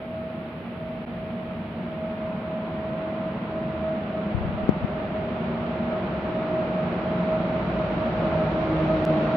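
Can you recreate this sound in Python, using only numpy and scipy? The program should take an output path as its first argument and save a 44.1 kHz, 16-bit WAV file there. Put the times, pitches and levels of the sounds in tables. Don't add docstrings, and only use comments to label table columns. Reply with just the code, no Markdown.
import sys
import numpy as np
from scipy import signal
from scipy.fft import rfft, irfft, next_fast_len
from scipy.io import wavfile
from scipy.ndimage import uniform_filter1d

SR = 44100
rng = np.random.default_rng(int(sys.argv[2]) if len(sys.argv) > 2 else 0)


def unload_wav(signal):
    wavfile.write(
        sys.argv[1],
        SR,
        np.round(np.clip(np.atleast_2d(signal).T, -1, 1) * 32767).astype(np.int16),
    )


N = 412776

# time_s, pitch_hz, share scattered by the roofs (0-1), level_db of the hum an octave below
BLOWER = [(0, 641, 0.15, -60), (2.5, 636, 0.03, -56.5), (2.95, 638.5, 0.01, -43), (3.9, 637, 0.05, -43.5),
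          (4.25, 637, 0.17, -52), (4.65, 633, 0.47, -50), (5.1, 634.5, 0.1, -55), (5.75, 637, 0.2, -55.5),
          (6.1, 632, 0.3, -51.5), (6.4, 636, .1, -51), (6.78, 631, 0.07, -47), (7.35, 635.5, 0.01, -48.5),
          (7.9, 631, 0.16, -53), (8.4, 631, 0.2, -50), (9.36, 634, 0.16, -52)]
# time_s, level_db before a small trim
WHINE = [(0, -41), (.17, -34.5), (.47, -40), (.57, -46), (.7, -49), (.8, -37), (.97, -37), (1.09, -49),
         (1.2, -38), (1.48, -37), (1.75, -46), (1.9, -36.5), (2.08, -32.5), (2.17, -38.5), (2.27, -31),
         (2.4, -40.5), (2.55, -30.5), (2.69, -40), (2.77, -33), (3.29, -32), (3.35, -42.5), (3.46, -44.5),
         (3.57, -32), (3.67, -33), (3.8, -36), (3.84, -27.5), (3.92, -27), (4.04, -40.5), (4.11, -39.5),
         (4.15, -30.5), (4.23, -35), (4.41, -45), (4.46, -36), (4.51, -51), (4.61, -29.5), (4.7, -47),
         (4.74, -32), (4.77, -52), (4.82, -37), (4.9, -46), (4.94, -35), (5.03, -31), (5.09, -41),
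         (5.16, -30), (5.21, -34.5), (5.35, -36), (5.5, -40), (5.84, -33), (5.92, -31.5), (5.97, -30.5),
         (6.11, -43.5), (6.16, -30.5), (6.23, -42), (6.29, -30.5), (6.43, -31.5), (6.59, -26.5),
         (6.69, -33.5), (6.79, -26.5), (6.92, -37), (7.0, -34.5), (7.09, -30), (7.16, -31.5), (7.22, -32.5),
         (7.27, -29.5), (7.34, -23.5), (7.43, -35.5), (7.58, -27), (7.64, -41), (7.73, -33.5), (7.8, -27),
         (7.97, -38), (8.03, -26), (8.11, -35), (8.17, -31.5), (8.31, -30), (8.41, -24), (8.46, -30),
         (8.53, -41), (8.58, -25.5), (8.65, -33.5), (8.71, -31), (8.76, -37), (8.81, -27.5), (8.86, -37),
         (8.9, -21), (8.96, -27.5), (8.99, -34), (9.03, -28), (9.1, -22), (9.15, -27), (9.2, -26.5),
         (9.25, -30), (9.32, -25.5), (9.36, -23)]
# time_s, pitch_hz, fundamental_db, octave_db
GEARS = [(0, 238.5, -41, -57), (1, 231.2, -43.5, -66.5), (2, 222.1, -40.5, -56), (3.3, 214.1, -47, -54.5),
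         (3.8, 211.5, -38.5, -52), (4.2, 208, -36, -56), (5, 202.1, -41, -48), (5.55, 195, -47, -41.5),
         (6, 188.4, -39, -49.5), (6.8, 178.2, -38.5, -42), (7.4, 174.1, -33, -47.5),
         (7.95, 167.8, -40.5, -51.5), (8.3, 164, -31.5, -35.5), (8.52, 160.4, -38, -40.5),
         (8.72, 158.9, -30.5, -28.5), (9.0, 156, -32, -29), (9.36, 153.6, -31.5, -31.5)]
# time_s, pitch_hz, level_db
FAN = [(0, 635, -70.5), (4, 613.5, -49), (5.3, 612, -42), (5.8, 603, -47), (6.4, 598.6, -46.5),
       (7, 585.6, -47.5), (7.55, 579, -40.5), (7.9, 574.4, -47), (8.3, 564, -40.5), (8.9, 555, -46),
       (9.36, 550, -46)]
# time_s, level_db
GROUND_LEVEL = [(0, -47.5), (1.5, -45), (2.7, -46.5), (4.0, -44.5), (5.2, -40.5), (6.1, -43), (7.25, -41),
                (7.8, -39), (8.25, -35.5), (9.0, -36.5), (9.36, -41)]
# start_s, end_s, pitch_hz, width_hz, level_db
RINGING = [(0.34, 2.2, 237, 5, -42.5), (0.95, 2.5, 178.6, 8.8, -41), (1.06, 2.4, 92.9, 8.4, -48.5),
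           (2.6, 3.9, 146, 14, -43), (2.048, 3.94, 1013, 26, -51), (5.1, 6.9, 358, 30, -44),
           (5.152, 6.05, 232.8, 6.2, -36), (5.6, 8.2, 135.6, 17, -45.5), (6.1, 8.4, 323.9, 24, -41)]

# frequency_hz, relative_density_db
RUMBLE_SPECTRUM = [(15, -37.5), (28, -30), (40, -17), (52, -1.5), (64, -2.5), (80, -1), (100, 1), (120, 1),
                   (150, -4.5), (300, -79.5), (1000, -79.5)]
# frequency_hz, relative_density_db
BOOM_SPECTRUM = [(30, -36.5), (70, -26.5), (115, -17.5), (150, -1), (180, 2.5), (210, -0.5), (236, 1),
                 (262, -10), (310, -12.5), (450, -31), (900, -105.5)]
# frequency_hz, relative_density_db
DRONE_SPECTRUM = [(150, -20), (270, 3.5), (340, 7.5), (410, 4.5), (490, 3.5), (570, 4.5), (660, 6),
                  (740, -10), (1200, -47), (3000, -72)]
# frequency_hz, relative_density_db
ROAR_SPECTRUM = [(400, -28.5), (600, 1.5), (720, 1.5), (850, -0.5), (1000, -3), (1350, -4), (1700, -10.5),
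                 (2500, -23.5), (5000, -83)]
# frequency_hz, relative_density_db
HISS_SPECTRUM = [(700, -25), (1500, -3.5), (1900, 0.5), (2400, 0), (3000, -5), (3900, -13.5), (5000, -25),
                 (6300, -43.5), (8000, -71), (15000, -87)]
# frequency_hz, relative_density_db
SIZZLE_SPECTRUM = [(2500, -13), (3900, 10.5), (5000, -1), (6300, -9.5), (7200, -20), (8500, -36),
                   (15000, -49.5)]
# frequency_hz, relative_density_db
AIR_SPECTRUM = [(20, -9.5), (4000, -10), (5700, 5), (8000, -16), (10200, 21), (14000, 16), (15000, -14)]

# start_db, rise_db per halving of distance
BOOM_LEVEL = (-37, 6.3)
# start_db, rise_db per halving of distance
DRONE_LEVEL = (-43.5, 10.4)
# start_db, rise_db per halving of distance
ROAR_LEVEL = (-44, 9.35)
# start_db, rise_db per halving of distance
HISS_LEVEL = (-52.5, 6.9)
# start_db, rise_db per halving of distance
SIZZLE_LEVEL = (-86, 22.3)

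# time_s, peak_db before the port filter, swing_s, swing_back_s, push 1 or pull -1
EDDIES = [(4.3499, -12, .0036, .0065, -1), (4.3803, -14, .0041, .0049, -1), (4.4112, -18, .004, .007, -1),
          (4.4515, -18, .0045, .0058, -1), (4.4926, -19.5, .004, .0058, -1),
          (4.5458, -20.5, .0042, .006, -1), (4.6359, -21.5, .0045, .008, -1),
          (4.6932, -1.0, .00155, .0033, 1), (4.7105, -24, .006, .004, -1), (4.8319, -21, .0037, .0058, -1),
          (4.847, -9.5, .0035, .003, 1)]
# time_s, peak_db before the port filter, width_s
CRACK = (4.69192, -2.0, .0004)
# time_s, recovery_s, tick_db before the treble cut
DIPS = [(1.052, 0.02, -70), (9.052, 0.015, -17.5)]
# frequency_hz, left-right correlation (-1 to 1)
LIKENESS = [(60, .97), (200, .99), (350, .97), (480, .88), (700, .88), (1050, .6), (1400, .15), (1700, -.1),
            (2400, .18), (3000, .05), (6000, .1)]
# frequency_hz, left_minus_right_db
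BALANCE = [(60, -1.5), (400, 0.5), (900, -0.2), (1250, -1), (1900, -1.5), (2400, -3), (3100, -7.5),
           (4400, -5.5), (5400, 2.5), (6400, 5), (9000, -4.5)]

START_DISTANCE_M, START_SPEED_M_PER_S = 197, 14.6
IN_VIEW_S, SCREEN_DB, EMERGE_S = 2.09, -2.0, 0.15
GEAR_ECHO_PER_HALVING = .15
GUST_START_S, GUST_DB, GUST_FALL_DB_PER_S = 4.33, -35, 24
PORT_HZ = 3700
CUTOFF_HZ = 16500


def blower(level_db=-0.26, octave_db=-20.0, doppler_loss_hz=9.0, width_hz=6.5, apart=.35):
    hz, share, hum_db = in_time(BLOWER)
    share = np.clip(share, 0, 1)
    whine_db, = in_time(WHINE)
    direct_phase = phase_of(hz)
    echo_phase = phase_of(hz - doppler_loss_hz)

    direct = np.sqrt(2 * (1 - share)) * np.sin(direct_phase)
    tone = direct + np.sqrt(share) * scattered(echo_phase, width_hz)
    tone /= np.sqrt(uniform_filter1d(tone ** 2, size=1100) + .02)
    sideways = apart * np.sqrt(share) * scattered(echo_phase, width_hz) * np.array([[1], [-1]])

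    octave_gain = from_db(octave_db) * np.sqrt(2 * share + 0.45)
    octave = octave_gain * scattered_pair(2 * direct_phase, width_hz=7.2, apart=1.0) * pan(3.9)
    whine = (tone + sideways) * pan(-1.3) + octave
    hum = from_db(hum_db) * np.sqrt(2) * np.sin(direct_phase / 2)
    return from_db(whine_db + level_db) * whine + hum


def gears(echo_share=.15, width_hz=7.0):
    hz, first_db, octave_db = in_time(GEARS)
    phase = phase_of(hz)
    echoes = echo_share + GEAR_ECHO_PER_HALVING * halvings()
    out = 0
    for harmonic, level_db in enumerate((first_db, octave_db), 1):
        direct = np.sqrt(2) * np.sin(harmonic * phase)
        tone = direct + echoes * scattered_pair(harmonic * phase, width_hz, apart=0.14)
        out = out + from_db(level_db) * tone / np.sqrt(1 + echoes ** 2)
    return out * pan(-.5)


def running_gear(uneven_db=0.5, uneven_hz=24.0, sway_db=0.5, sway_hz=1.8):
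    ground_db, = in_time(GROUND_LEVEL)
    roughness_db = uneven_db * drift(uneven_hz)
    sway = sway_db * drift(sway_hz)
    screened_db = SCREEN_DB * np.clip(.5 + (IN_VIEW_S - np.arange(N) / SR) / EMERGE_S, 0, 1)

    rumble = from_db(ground_db) * diffuse_noise(RUMBLE_SPECTRUM)
    boom = approaching(BOOM_LEVEL) * from_db(sway + screened_db) * diffuse_noise(BOOM_SPECTRUM)
    drone = approaching(DRONE_LEVEL) * diffuse_noise(DRONE_SPECTRUM)
    roar = approaching(ROAR_LEVEL) * from_db(roughness_db + screened_db) * diffuse_noise(ROAR_SPECTRUM)
    hiss = approaching(HISS_LEVEL) * from_db(.5 * roughness_db) * diffuse_noise(HISS_SPECTRUM)
    return rumble + boom + drone + roar + hiss


def sizzle():
    return approaching(SIZZLE_LEVEL) * diffuse_noise(SIZZLE_SPECTRUM)


def wheel_throb(mesh_ratio=0.375, level_db=-5.0, width_hz=6.4):
    phase = phase_of(mesh_ratio * in_time(GEARS)[0])
    gain = from_db(in_time(GROUND_LEVEL)[0] + level_db)
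    return gain * scattered_pair(phase, width_hz, apart=0.16) * pan(-0.51)


def ringing(fade_s=0.21):
    t, out = np.arange(N) / SR, 0
    for start, end, hz, width_hz, level_db in RINGING:
        swell = np.clip(np.minimum(t - start, end - t) / fade_s, 0, 1)
        alike = np.clip(at_hz(LIKENESS, hz), 0, 1)
        apart = np.sqrt((1 - alike) / (1 + alike))
        out = out + from_db(level_db) * swell * scattered_pair(2 * np.pi * hz * t, width_hz, apart)
    return out


def slowing_fan(echoes=0.99, width_hz=4.8):
    hz, level_db = in_time(FAN)
    phase = phase_of(hz)
    tone = np.sqrt(2) * np.sin(phase) + echoes * scattered_pair(phase, width_hz, apart=0.38)
    return from_db(level_db) * rms_one(tone)


def gust():
    t, out = np.arange(N) / SR, np.zeros(N)
    for s, peak_db, swing, swing_back, direction in EDDIES:
        u = np.clip((t - s) / np.where(t < s, swing, swing_back), -5, 5)
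        out += np.sign(direction) * from_db(peak_db) * np.cos(np.pi * u) * np.exp(-(u / 1.08) ** 2)
    s, peak_db, width = CRACK
    out -= from_db(peak_db) * np.exp(-np.minimum(np.abs(t - s) / width, 20))
    out = signal.sosfilt(signal.butter(8, PORT_HZ, fs=SR, output="sos"), out)
    return np.array([out, np.zeros(N)])


def turbulence(low_hz=50.0, high_hz=170.0, attack_s=.01):
    age = np.maximum(np.arange(N) / SR - GUST_START_S, 0)
    band = signal.butter(2, [low_hz, high_hz], "band", fs=SR, output="sos")
    flutter = signal.sosfilt(band, rng.standard_normal(N))
    level = np.minimum(age / attack_s, 1) * from_db(GUST_DB - GUST_FALL_DB_PER_S * age)
    return np.array([level * rms_one(flutter), np.zeros(N)])


def air(level_db=-78.5, slope_db_per_s=-0.9):
    level = from_db(level_db + slope_db_per_s * np.arange(N) / SR)
    return level * diffuse_noise(AIR_SPECTRUM)


def halvings():
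    mesh_hz = in_time(GEARS)[0]
    travelled_m = np.cumsum(START_SPEED_M_PER_S * mesh_hz / mesh_hz[0]) / SR
    return np.log2(START_DISTANCE_M / np.maximum(START_DISTANCE_M - travelled_m, 10))


def approaching(level):
    start_db, rise_db = level
    return from_db(start_db + rise_db * halvings())


def diffuse_noise(spectrum):
    size = next_fast_len(N)
    hz = np.arange(size // 2 + 1) * SR / size
    top_hz = spectrum[-1][0]
    roll_off = (top_hz / np.maximum(hz, top_hz)) ** 2
    colour = from_db(at_hz(spectrum, hz)) * roll_off
    mid, side = rfft(rng.standard_normal((2, size)))
    alike = np.clip(at_hz(LIKENESS, hz), -.995, .995)
    pair = np.sqrt(1 + alike) * mid + np.sqrt(1 - alike) * side * [[1], [-1]]
    sound = irfft(pair * colour * pan(at_hz(BALANCE, hz)), size)[:, :N]
    return sound / np.std(sound.mean(axis=0))


def scattered(phase, width_hz):
    return drift(width_hz) * np.cos(phase) + drift(width_hz) * np.sin(phase)


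def scattered_pair(phase, width_hz, apart):
    shared = scattered(phase, width_hz)
    opposed = scattered(phase, width_hz) * np.array([[1], [-1]])
    return rms_one(shared + apart * opposed)


def drift(rate_hz):
    step = 40
    r = np.exp(-2 * step * np.pi * rate_hz / SR)
    noise = rng.standard_normal(N // step + 2002)
    slow = signal.lfilter([1], [1, -2 * r, r * r], noise)[2000:]
    return np.interp(np.arange(N) / step, np.arange(len(slow)), rms_one(slow))


def phase_of(hz):
    return 2 * np.pi * np.cumsum(hz) / SR


def pan(db):
    return from_db(np.array([[.5], [-.5]]) * db)


def from_db(db):
    return 10 ** (np.asarray(db) / 20)


def rms_one(x):
    return x / np.sqrt(np.mean(np.abs(x) ** 2) + 1e-20)


def in_time(rows):
    s, *columns = np.transpose(rows)
    return [np.interp(np.arange(N) / SR, s, c) for c in columns]


def at_hz(points, hz):
    known_hz, values = np.transpose(points)
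    return np.interp(np.log(hz + 1e-9), np.log(known_hz), values)


def scene():
    train = blower() + gears() + running_gear() + sizzle() + wheel_throb() + ringing() + slowing_fan()
    return train + gust() + turbulence() + air()


def dips(x, fall_s=0.00069):
    t = np.arange(N) / SR
    for s, recovery, tick_db in DIPS:
        away = np.clip(np.maximum((s - t) / fall_s, (t - s) / recovery), 0, 1)
        gain = np.sin(np.pi / 2 * away) ** 2
        tick = from_db(tick_db) * np.exp(-np.abs(t - s) / .00005)
        x = x * gain + tick
    return x


def record(dry, low_cut_hz=28.0):
    fade_in = np.sin(np.pi / 2 * np.minimum(np.arange(N) / 100, 1)) ** 2
    bass_cut = signal.butter(2, low_cut_hz, "high", fs=SR, output="sos")
    lean = signal.sosfilt(bass_cut, dry * fade_in)
    treble_cut = signal.cheby2(12, 70, CUTOFF_HZ, fs=SR, output="sos")
    return signal.sosfilt(treble_cut, dips(lean))


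dry = scene()
out = record(dry)
unload_wav(out)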